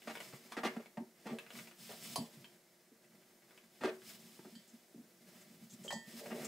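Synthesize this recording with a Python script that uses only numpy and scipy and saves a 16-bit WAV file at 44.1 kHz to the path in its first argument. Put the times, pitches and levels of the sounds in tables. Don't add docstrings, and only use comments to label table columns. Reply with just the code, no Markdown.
import sys
import numpy as np
from scipy import signal
from scipy.fft import rfft, irfft
from scipy.io import wavfile

SR = 44100
rng = np.random.default_rng(int(sys.argv[2]) if len(sys.argv) > 2 else 0)


def dump(signal):
    limited = np.clip(np.atleast_2d(signal).T, -1, 1)
    pcm = np.round(limited * 32767).astype(np.int16)
    wavfile.write(sys.argv[1], SR, pcm)


N = 285327

# (time [s], creak level [dB], length [s], dull above [Hz], jolt level [dB], jolt centre [Hz])
STRAP_SLIPS = [(0.073, -43.5, 0.012, 2600, -61, 1030), (0.095, -46, 0.017, 3500, -58.5, 288),
               (0.325, -53.5, 0.017, 2600, -54, 164), (0.518, -58, 0.016, 5000, -50.5, 1400),
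               (0.567, -41, 0.024, 1810, -45.5, 305), (0.633, -37.5, 0.022, 2800, -49, 890),
               (0.648, -38, 0.03, 3340, -46.5, 320), (0.764, -49.5, 0.0059, 900, -46, 254),
               (0.798, -57.5, 0.009, 1010, -54.5, 480), (0.971, -51.5, 0.0081, 694, -48.5, 736),
               (1.257, -48.5, 0.011, 500, -54.5, 220), (1.2677, -48.5, 0.01, 2290, -56.5, 1100),
               (1.288, -51, 0.018, 2480, -56, 440), (1.306, -54.5, 0.025, 2000, -49.5, 205),
               (1.89, -55.5, 0.049, 6190, -55.5, 570), (3.809, -48, 0.037, 1960, -54, 224),
               (3.835, -37, 0.024, 1930, -37, 350), (3.869, -45, 0.026, 2000, -44, 440),
               (4.39, -59, 0.0032, 700, -57, 244), (4.449, -59, 0.016, 700, -55.5, 274),
               (5.844, -63, 0.036, 2500, -54.5, 516), (6.304, -47, 0.027, 1600, -49, 270),
               (6.398, -55.5, 0.062, 1500, -55, 480)]
# (time [s], level [dB], length [s])
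STRAP_WHISKS = [(4.093, -65, 0.014), (4.675, -65.5, 0.026), (5.410, -65.5, 0.018), (5.697, -59, 0.044),
                (5.837, -55, 0.033), (6.447, -46, 0.003)]
# (time [s], level [dB])
HANDLE_TICKS = [(.020, -60.5), (0.1533, -48), (0.172, -50.5), (0.2037, -48), (.210, -55), (0.5208, -53.5),
                (.8595, -60), (1.3866, -47.5), (1.465, -58.5), (1.5051, -53), (1.554, -55.5), (1.5896, -52),
                (1.6736, -57.5), (1.713, -60), (2.4439, -59.5), (3.045, -73), (3.231, -71), (3.4218, -70),
                (3.509, -67.5), (3.5768, -61), (4.019, -62.5), (4.1, -65), (6.26, -53.5)]
# (time [s], level [dB], centre [Hz], shudder [s])
SPOUT_BUMPS = [(.976, -47.5, 195, 0.0035), (0.996, -48.5, 276, 0.026), (1.309, -50.5, 229, 0.0098),
               (1.326, -51, 480, 0.03), (2.1588, -41.5, 880, 0.013), (2.165, -53.5, 605, 0.047),
               (2.18, -41.5, 211, 0.016), (2.367, -58, 162, 0.023), (2.9161, -63.5, 274, 0.007),
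               (4.522, -59.5, 212, 0.0081), (4.557, -58, 217, 0.02), (4.734, -60.5, 206, 0.012),
               (4.9435, -55.5, 250, 0.024), (4.971, -56.5, 235, 0.043), (5.906, -48.5, 910, 0.021),
               (5.928, -51, 613, 0.016), (5.935, -49.5, 203, 0.021), (6.0743, -57, 235, 0.0074),
               (6.131, -56.5, 244, 0.055), (6.205, -54.5, 550, 0.25), (6.345, -47.5, 466, 0.067)]
# (time [s], level [dB], best excited [Hz], spread [octaves], free ring time [share], crack to ring [dB])
SPOUT_CHINKS = [(2.1585, -44, 4780, 0.3, 0.58, -4.5), (2.1588, -46, 10400, 0.23, 0.9, -2.5),
                (2.445, -62.5, 3000, 0.25, 0.43, -10), (4.5535, -61, 4500, 0.79, 0.8, -8),
                (5.8802, -45.5, 3120, 0.093, 1, -21), (5.882, -58, 6700, 0.29, .8, -7),
                (5.906, -43.5, 1900, 0.58, 1, -10), (5.906, -59, 6140, 0.29, 0.39, -3),
                (5.924, -49, 6400, 0.31, 1, -9), (5.927, -50, 820, 0.15, 0.85, -13)]
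# (fastest at [s], rise [s], fall [s], hiss [dB], scuff [dB], flex [dB])
HAND_STROKES = [(.27, 0.24, 0.24, -59.5, -60.5, -64), (.72, 0.2, 0.12, -68.5, -57.5, -65),
                (1.31, 0.12, 0.3, -68, -64.5, -69), (1.57, 0.051, 0.11, -58, -62, -59.5),
                (1.845, 0.062, 0.26, -56, -70, -63), (2.061, 0.064, 0.14, -51, -60, -55.5),
                (2.345, 0.026, 0.16, -67, -67.5, -66.5), (3.15, 0.13, .14, -83, -88, -68.5),
                (3.52, 0.05, 0.14, -76, -67, -86), (4.108, 0.06, 0.039, -53.5, -71, -60.5),
                (4.28, 0.55, 0.44, -65.5, -70, -66.5), (5.39, 0.15, 0.11, -68, -67.5, -85),
                (5.78, 0.44, 0.27, -70, -76, -60.5), (6.181, 0.11, 0.11, -56, -59.5, -80),
                (6.441, 0.13, 0.068, -54.5, -52, -50)]
# (hiss [dB], scuff [dB], flex [dB])
RESTING_GRIP_DB = (-80, -73.5, -80)

# (frequency [Hz], level [dB], t60 [s])
SPOUT_MODES = [(830, -5, .35), (900, -7, .3), (1800, 1, .64), (1938, -3, .66), (3120, 1, .31),
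               (3227, -2, .45), (3553, -13, .45), (4113, -4, .2), (4501, -3, .28), (4527, -6, .33),
               (4678, -4, .28), (5087, -7, .28), (5157, -9, .2), (5319, -10, .14), (6126, -11, .17),
               (6923, -10, .36), (7306, -8, .2), (7916, -3, .32), (8250, -11, .2), (9200, -13, .2),
               (10200, -4, .14), (10700, -8, .14)]
# (frequency [Hz], peak gain [dB], t60 [s])
ALCOVE_MODES = [(192.7, -6, 0.32), (227.7, 9, 0.19), (283, -11, 0.26), (375, 2, 0.31), (460.6, 10, 0.28),
                (616, 0.5, 0.031), (686.6, -5.5, 0.11), (1100, -8, 0.071), (1160, -17, 0.25),
                (1475, -17, 0.14)]
# (frequency [Hz], width [Hz], peak gain [dB])
RUBBED_SPOUT_PEAKS = [(5130, 260, 1), (8200, 260, -3)]

# (frequency [Hz], relative level [dB])
ROOM_TONE_COLOUR = [(15, -34), (25, -21), (148, -62), (173, -6), (305, -25.5), (349, 1.5), (399, -11.5),
                    (457, -22), (495, -14), (582, -10), (1080, -23.5), (1490, -19.5), (2360, -26.5),
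                    (5580, -21.5), (15500, -24.5)]
PORT_DIFFERENCE = [(100, -39), (300, 3), (600, 0.5), (1200, 7.5), (2200, 15), (5000, 13.5), (9000, 12.5),
                   (15000, -11)]
SKIN_COLOUR = [(300, -18.5), (1000, -4), (1400, -6), (2200, 2), (3500, 3), (5200, 0), (7000, 1),
               (10000, -2.5), (15000, -1.5)]
SCUFF_COLOUR = [(40, -49), (150, -4), (350, 7), (650, 1.5), (1300, -4.5), (2000, 3), (3200, -11),
                (5000, -10.5), (12000, -20)]
FLEX_COLOUR = [(25, -49), (60, -38), (85, -20.5), (105, -9.5), (130, 2.5), (210, 7.5), (300, -5.5),
               (500, -19.5), (1200, -28)]
WALL_COLOUR = [(30, -32), (70, -10), (125, -5), (210, -7), (1000, -7.5), (1400, -21.5), (15000, 39)]
HANDLE_COLOUR = [(100, -17), (250, -4.5), (800, -2), (1500, 2), (2150, 4), (3200, 1), (4500, -11.5),
                 (8000, -14.5), (15000, -20)]
WHISK_COLOUR = [(500, -39), (3000, -17), (5000, -15.5), (7300, -4), (9000, -16), (15000, -23)]
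CREAK_COLOUR = [(40, -30), (120, -18), (230, 1), (400, -1.5), (700, -1.5), (1200, -3), (2000, -2),
                (4000, -11.5), (8000, -14), (15000, -16)]


def undb(db):
    return 10 ** (np.asarray(db) / 20)


def unit(x):
    return x / np.sqrt(np.sum(x ** 2) + 1e-20)


def colour(x, points, size=2048):
    hz, db = np.transpose(points)
    bin_hz = np.fft.rfftfreq(size, 1 / SR)
    gain = undb(np.interp(np.log(bin_hz + 1), np.log(hz), db))
    cepstrum = irfft(np.log(gain))
    cepstrum[1:size // 2] *= 2
    cepstrum[size // 2 + 1:] = 0
    response = irfft(np.exp(rfft(cepstrum)))
    return signal.oaconvolve(x, unit(response))[:len(x)]


def dull(x, hz):
    g = np.tan(np.pi * min(hz, SR / 3) / SR)
    return signal.lfilter([g, g], [1 + g, g - 1], x)


def resonate(x, peaks):
    return x + sum(undb(db) * signal.lfilter(*signal.iirpeak(hz, hz / width, fs=SR), x)
                   for hz, width, db in peaks)


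def grains(size, rate):
    chance = min(rate / SR, 1)
    return (rng.random(size) < chance) * rng.standard_normal(size) / np.sqrt(chance)


def wander(rate):
    knots = rng.standard_normal(N // 100)
    return np.interp(np.arange(N) / SR * rate, np.arange(len(knots)), knots)


def place(track, at_s, x, db, length_s=0):
    start = max(int(at_s * SR), 0)
    x = unit(x) * undb(db) * np.sqrt((length_s + 1 / 50) * SR)
    track[start:start + len(x)] += x[:max(N - start, 0)]


def room_tone(level_db=-69.5, side_db=-7, side_hz=1200, waver_db=-1.0):
    mid, side = (colour(rng.standard_normal(N), ROOM_TONE_COLOUR) for _ in range(2))
    side = undb(side_db) * (side - dull(side, side_hz))
    return undb(level_db + waver_db * wander(rate=4.12)) * np.array([mid + side, mid - side])


def alcove(x):
    return resonate(x, [(hz, np.log(1000) / (np.pi * t60), db) for hz, db, t60 in ALCOVE_MODES])


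def reflections(x, t, t60_low=0.25, t60_high=0.1, early_db=2, early_s=0.0065, diffuse_hz=650):
    noise = rng.standard_normal(len(t))
    low = dull(noise, hz=1800)
    tail = low * undb(-60 * t / t60_low) + (noise - low) * undb(-60 * t / t60_high)
    early = rng.standard_normal(len(t)) * np.exp(-t / early_s)
    response = unit(tail * (t > .004)) + undb(early_db) * unit(early * (t > .001))
    return signal.oaconvolve(x, unit(response - dull(response, diffuse_hz)))[:N]


def bathroom(sources, t, side_db=-12):
    mid = sum(sound + undb(wet_db) * reflections(sound, t) for sound, wet_db in sources)
    side = undb(side_db) * colour(reflections(mid, t), PORT_DIFFERENCE)
    return np.array([mid + side, mid - side])


def hand_strokes(roundness=1.5):
    power = undb(RESTING_GRIP_DB)[:, None] ** 2
    for peak_s, rise_s, fall_s, *levels_db in HAND_STROKES:
        since = np.arange(N) / SR - peak_s
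        swell_s = np.where(since < 0, rise_s, fall_s)
        speed = np.exp(-np.abs(since / swell_s) ** roundness)
        power = power + np.outer(undb(levels_db), speed) ** 2
    return np.sqrt(power)


def hand_rub(hiss_db=2, scuff_db=-2, flex_db=-1, unsteady_db=1.9):
    pressure = undb(unsteady_db * wander(rate=45))
    sliding, catching, leaning = hand_strokes()
    skin = colour(grains(N, rate=25000), SKIN_COLOUR)
    hiss = undb(hiss_db) * sliding * resonate(skin, RUBBED_SPOUT_PEAKS)
    scuff = undb(scuff_db) * catching * colour(grains(N, rate=5000), SCUFF_COLOUR)
    flex = undb(flex_db) * leaning * colour(grains(N, rate=1500), FLEX_COLOUR)
    return pressure * (hiss + scuff + flex)


def wall_bumps(t, shudder=0.16, band_ratio=1.315, jolt_lag_s=0.00289):
    out = np.zeros(N)
    jolts = [(at_s + jolt_lag_s, db, hz, length_s) for at_s, _, length_s, _, db, hz in STRAP_SLIPS]
    for at_s, db, hz, shudder_s in SPOUT_BUMPS + jolts:
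        push = (t == 0) + shudder * rng.standard_normal(len(t)) * np.exp(-t / shudder_s)
        contact_band = signal.butter(2, [hz / band_ratio, hz * band_ratio], "bandpass", fs=SR)
        thud = signal.lfilter(*contact_band, colour(push, WALL_COLOUR))
        place(out, at_s, dull(thud, hz), db, shudder_s / 2)
    return out


def handle_ticks(t, chatter=0.17, chatter_s=0.0019):
    out = np.zeros(N)
    for at_s, db in HANDLE_TICKS:
        push = (t == 0) + chatter * rng.standard_normal(len(t)) * np.exp(-t / chatter_s)
        place(out, at_s, colour(push, HANDLE_COLOUR), db)
    return out


def drive_db(hz, centre_hz, octaves, leak_db=-25):
    bell_curve = np.exp(-.5 * (np.log2(hz / centre_hz) / octaves) ** 2)
    return 20 * np.log10(bell_curve + undb(leak_db))


def spout_chinks(t, crack_s=0.012, crack_widening=2.2):
    out = np.zeros(N)
    for at_s, db, centre_hz, octaves, ring_share, crack_db in SPOUT_CHINKS:
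        ring = np.zeros(len(t))
        for hz, mode_db, t60 in SPOUT_MODES:
            start_db = mode_db + drive_db(hz, centre_hz, octaves)
            ring += undb(start_db - 60 * t / (t60 * ring_share)) * np.sin(2 * np.pi * hz * t)
        chatter = rng.standard_normal(len(t)) * np.exp(-t / crack_s)
        crack_band = [(hz, drive_db(hz, centre_hz, octaves * crack_widening)) for hz, _, _ in SPOUT_MODES]
        crack = colour(chatter, [(100, -45)] + crack_band + [(15000, -15)])
        place(out, at_s, unit(ring) + undb(crack_db) * unit(crack), db, length_s=0.013)
    return out


def slip_run(t, length_s, rate, release_s):
    return grains(len(t), rate) * np.exp(-np.maximum(t - length_s, 0) / release_s)


def strap_creaks(t):
    out = np.zeros(N)
    for at_s, db, length_s, dull_hz, _, _ in STRAP_SLIPS:
        creak = colour(slip_run(t, length_s, rate=4600, release_s=0.0035), CREAK_COLOUR)
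        place(out, at_s, dull(creak, dull_hz), db, length_s)
    for at_s, db, length_s in STRAP_WHISKS:
        whisk = colour(slip_run(t, length_s, rate=4500, release_s=0.0052), WHISK_COLOUR)
        place(out, at_s, whisk, db, length_s)
    return out


def scene(strap_db=-5.0, handle_db=-5.5, bump_db=-2, rub_db=-1):
    ring_t = np.arange(SR // 2) / SR
    t = ring_t[:SR // 4]
    # (sound, reflected level [dB])
    sources = [(undb(strap_db) * alcove(strap_creaks(t)), -2),
               (undb(handle_db) * alcove(handle_ticks(t)), 1),
               (undb(bump_db) * alcove(wall_bumps(t)), -3),
               (undb(rub_db) * alcove(hand_rub()), -6),
               (spout_chinks(ring_t), -9)]
    return bathroom(sources, t) + room_tone()


def record(dry, top_hz=15700):
    return signal.sosfilt(signal.ellip(12, .2, 70, top_hz, fs=SR, output="sos"), dry)


dry = scene()
out = record(dry)
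dump(out)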